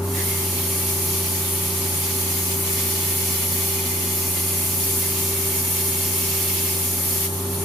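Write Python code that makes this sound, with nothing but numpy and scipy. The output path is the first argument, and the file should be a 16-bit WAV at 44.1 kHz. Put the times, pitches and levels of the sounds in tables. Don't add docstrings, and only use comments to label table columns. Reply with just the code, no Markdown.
import sys
import numpy as np
from scipy.fft import rfft, irfft
from scipy.io import wavfile

SR = 44100
rng = np.random.default_rng(int(sys.argv[2]) if len(sys.argv) > 2 else 0)


def bounce(signal):
    frames = np.transpose(np.atleast_2d(signal))
    limited = np.clip(frames, -1, 1)
    pcm = np.round(limited * 32767).astype(np.int16)
    wavfile.write(sys.argv[1], SR, pcm)


N = 336924
TIME = np.arange(N) / SR
FREQ = np.maximum(np.arange(N // 2 + 1) * SR / N, 1)
ARC_ON_S, ARC_OFF_S = 0.1408, 7.262

# (frequency [Hz], relative level per Hz [dB])
KERF_SPECTRUM = [(400, -14), (900, -5), (1300, -4.5), (1550, -7), (2100, 0.5), (3000, 3), (4500, 2.5),
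                 (6000, 2), (7500, 1), (10000, -11), (15000, -4)]


def from_db(db):
    return 10 ** (np.asarray(db) / 20)


def rms_one(x):
    return x / np.sqrt(np.mean(x ** 2) + 1e-20)


def in_time(rows):
    seconds, *columns = np.transpose(rows)
    return [np.interp(TIME, seconds, column) for column in columns]


def in_hz(points):
    hz, value = np.transpose(points)
    return np.interp(np.log(FREQ), np.log(hz), value)


def drift(rate_hz):
    lowpass = 1 / (1 + (FREQ / rate_hz) ** 4)
    return rms_one(irfft(rfft(rng.standard_normal(N)) * lowpass, N))


def resonances(modes):
    sides = np.array([[.5], [-.5]])
    total_db = 0
    for hz, width, db, left_right_db in modes:
        bell = .5 ** ((2 * (FREQ - hz) / width) ** 2)
        total_db = total_db + (db + sides * left_right_db) * bell
    return from_db(total_db)


def turbulence(spectrum, colour):
    # (frequency [Hz], left-right correlation [-1 to 1])
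    likeness = [(25, 0.57), (70, 0.74), (140, 0.91), (400, 1), (550, 0.76), (800, 0.27), (1150, 0.4),
                (1500, 0.082), (4000, 0.17), (7500, 0.067), (9200, 0.29), (10000, 0.55), (13000, 0.55),
                (15800, 0.31)]
    alike = np.clip(in_hz(likeness), -.999, .999)
    mid, side = rfft(rng.standard_normal((2, N)))
    pair = np.sqrt(1 + alike) * mid + np.sqrt(1 - alike) * side * [[1], [-1]]
    noise = irfft(pair * from_db(in_hz(spectrum)) * colour, N)
    return noise / np.std(noise.mean(axis=0))


def arc_lit(rise_s=0.031, fall_s=0.017):
    rise = np.clip((TIME - ARC_ON_S) / rise_s + .5, 0, 1)
    return rise * np.exp(-np.maximum(TIME - ARC_OFF_S, 0) / fall_s)


def torch(arc_trim_db=-2.0, kerf_trim_db=-0.26, sputter_db=1.0, sputter_hz=16.0):
    # (time [s], hiss of the arc [dB], roar in the kerf [dB])
    cut_levels = [(0.17, -28, -37), (0.21, -26.5, -35), (0.48, -29, -37), (0.9, -26, -36),
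                  (1.67, -27.5, -36), (2.53, -26, -33.5), (2.57, -28, -40.5), (2.69, -26, -33),
                  (3.6, -25, -34), (3.78, -27, -36), (4.82, -24.5, -36), (4.88, -23, -36),
                  (5.22, -25.5, -35), (5.71, -25, -35.5), (6.5, -24.5, -32), (7.01, -25.5, -39.5),
                  (7.03, -25, -37.5), (7.25, -25, -34)]
    # (frequency [Hz], relative level per Hz [dB])
    air_spectrum = [(900, -22), (1600, -16.5), (2200, -16.5), (3800, -11.5), (5200, -14.5), (6200, -9),
                    (8000, -8.5), (9500, -3.5), (11000, -1.5), (12000, -3), (13100, -3.5), (13800, -12),
                    (15500, -13)]
    # (frequency [Hz], relative level per Hz [dB])
    arc_spectrum = [(3000, -23), (6000, -9), (8200, -3.5), (9300, -5), (10000, 1.5), (11500, 1.5),
                    (13000, 0.5), (14300, 0.5), (15800, -7.5)]
    # (frequency [Hz], width [Hz], level [dB], left minus right [dB])
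    wall_modes = [(1840, 200, 3, -4), (2083, 140, 3, 12.5), (2263, 130, 4.5, -8.5), (2437, 76, 5, 2),
                  (2670, 95, 3, -4.5), (3005, 54, 0.5, -4), (3254, 190, 0.5, -9), (3800, 110, -8.5, -14),
                  (4360, 350, 1.5, -8), (4770, 94, 6.5, 1), (4840, 84, -3.5, -4), (5300, 150, 2, -1),
                  (5374, 78, 6.5, 1), (5456, 160, -4.5, -8.5), (5880, 350, 2.5, -2.5), (6300, 140, -3, 9),
                  (6820, 300, 2.5, -2), (9580, 220, 2.5, 1), (9900, 300, 2, 1), (10900, 150, -3.5, 6),
                  (12900, 300, 0, 1)]
    air_db, air_rise_s = -29.5, 0.096
    air_lift_db = -1.5

    walls = resonances(wall_modes)
    hiss_db, roar_db = in_time(cut_levels)
    lit = arc_lit()

    flow = 1 - np.exp(-TIME / air_rise_s)
    lifted = (TIME > ARC_OFF_S) * (1 - lit)
    air_gain = flow * from_db(air_db + air_lift_db * lifted)
    air = air_gain * turbulence(air_spectrum, walls)

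    hiss = from_db(hiss_db + arc_trim_db) * turbulence(arc_spectrum, walls)
    sputter = sputter_db * drift(sputter_hz)
    roar = from_db(roar_db + kerf_trim_db + sputter) * turbulence(KERF_SPECTRUM, walls)
    return air + lit * (hiss + roar)


def restless(x, patchy_db=0.84, patchy_hz=12.0, bands=7):
    place = np.interp(np.log(FREQ), np.log([1800, 14000]), [0, bands - 1])
    spectrum = rfft(x)
    out = 0
    for k in range(bands):
        share = np.maximum(1 - abs(place - k), 0)
        swell = from_db(patchy_db * drift(patchy_hz))
        out = out + irfft(spectrum * share, N) * swell
    return out


def noise_swells():
    # (time of the peak [s], length [s], frequency [Hz], width [Hz], level at the peak [dB])
    swell_events = [(0.196, 0.073, 1840, 330, -37), (.33, .2, 2130, 400, -45), (.8, 0.83, 10000, 300, -39),
                    (3.55, 0.36, 11900, 500, -36), (6.35, 0.81, 2600, 500, -47),
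                    (7.13, .28, 11700, 600, -32)]
    out = 0
    for peak_s, length_s, hz, width, db in swell_events:
        band = 1 / (1 + (2 * (FREQ - hz) / width) ** 2)
        swell = .5 ** ((2 * (TIME - peak_s) / length_s) ** 2)
        out = out + from_db(db) * swell * turbulence(KERF_SPECTRUM, band)
    return out


def near_echoes(x, patterns=8, echo_db=-8.5, first_s=0.0014, decay_s=0.0072):
    place = np.linspace(0, patterns - 1, N)
    tail = (TIME > first_s) * np.exp(-np.minimum(TIME / decay_s, 20))
    spectrum = rfft(x)
    echoes = 0
    for k in range(patterns):
        taps = rng.standard_normal(N) * tail
        taps = taps / np.linalg.norm(taps)
        nearness = np.cos(np.pi / 2 * np.minimum(abs(place - k), 1))
        echoes = echoes + nearness * irfft(spectrum * rfft(taps), N)
    return x + from_db(echo_db) * echoes


def engine_load(sag_s=0.1688, recover_s=0.132):
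    taken_up = 1 - np.exp(-np.maximum(TIME - ARC_ON_S, 0) / sag_s)
    return taken_up * np.exp(-np.maximum(TIME - ARC_OFF_S, 0) / recover_s)


def tone(turns, level_db, waver):
    unsteady = 1 + waver * (drift(5.4) + 1j * drift(3.8))
    spin = np.exp(2j * np.pi * (turns + rng.random()))
    return np.sqrt(2) * from_db(level_db) * np.real(unsteady * spin)


def engine(firing_waver=0.022, order_waver=0.09, fan_waver=.17, rumble_db=-36.5,
           rumble_follow=0.85, throb=0.077):
    # (multiple of the cycle rate, rms level [dB])
    firing_orders = [(3, -31.5), (5, -52), (6, -39.5), (8, -54), (9, -59), (11, -48.5), (12, -47),
                     (18, -52.5), (19, -57.5), (24, -67), (28, -48), (29, -61.5), (30, -58), (34, -59.5),
                     (45, -61)]
    # (multiple of the blade rate, rms level [dB])
    fan_orders = [(1, -36.5), (2, -62), (3, -56.5)]
    # (frequency [Hz], relative level per Hz [dB])
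    rumble_spectrum = [(22, -31), (38, -20), (50, -4), (110, 4.5), (200, 0.5), (320, 3), (415, 0.5),
                       (465, -3.5), (690, -2), (880, -0.5), (1220, -2.5), (1450, -9), (3000, -18),
                       (9000, -17.5)]
    # (frequency [Hz], width [Hz], level [dB], left minus right [dB])
    housing_modes = [(148.3, 11, 11, -4), (242, 25.2, 9.5, 1), (265, 17, 8.5, -0.5), (294, 24, 2, -2),
                     (396, 39, 4.5, 12)]
    free_speed, loaded_speed = 31.02, 30.46
    blades_per_cycle = 12.81
    start_db, load_db, fade_db_per_s = 3.7, -2.5, -0.2357

    load = engine_load()
    speed = free_speed + (loaded_speed - free_speed) * load
    cycles = np.cumsum(speed) / SR
    exhaust_db = start_db + load_db * load + fade_db_per_s * TIME

    (firing, firing_db), *overtones = firing_orders
    firing_tone = tone(firing * cycles, firing_db + exhaust_db, firing_waver)
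    body = sum(tone(k * cycles, db, order_waver) for k, db in overtones)
    fan = sum(tone(k * blades_per_cycle * cycles, db, fan_waver) for k, db in fan_orders)

    puffs = 1 + throb * np.cos(2 * np.pi * firing * cycles)
    rumble = from_db(rumble_db) * puffs * turbulence(rumble_spectrum, resonances(housing_modes))
    return firing_tone + (body + fan + rumble) * from_db(rumble_follow * exhaust_db)


def scene():
    cutting = restless(torch()) + noise_swells()
    return near_echoes(cutting) + engine()


def record(dry):
    # (frequency [Hz], width [Hz], level [dB], left minus right [dB])
    port_notch = [(7890, 95, -19, 0)]
    cutoff_hz = 15480
    top = 1 / np.sqrt(1 + (FREQ / cutoff_hz) ** 400)
    return irfft(rfft(dry) * resonances(port_notch) * top, N)


dry = scene()
out = record(dry)
bounce(out)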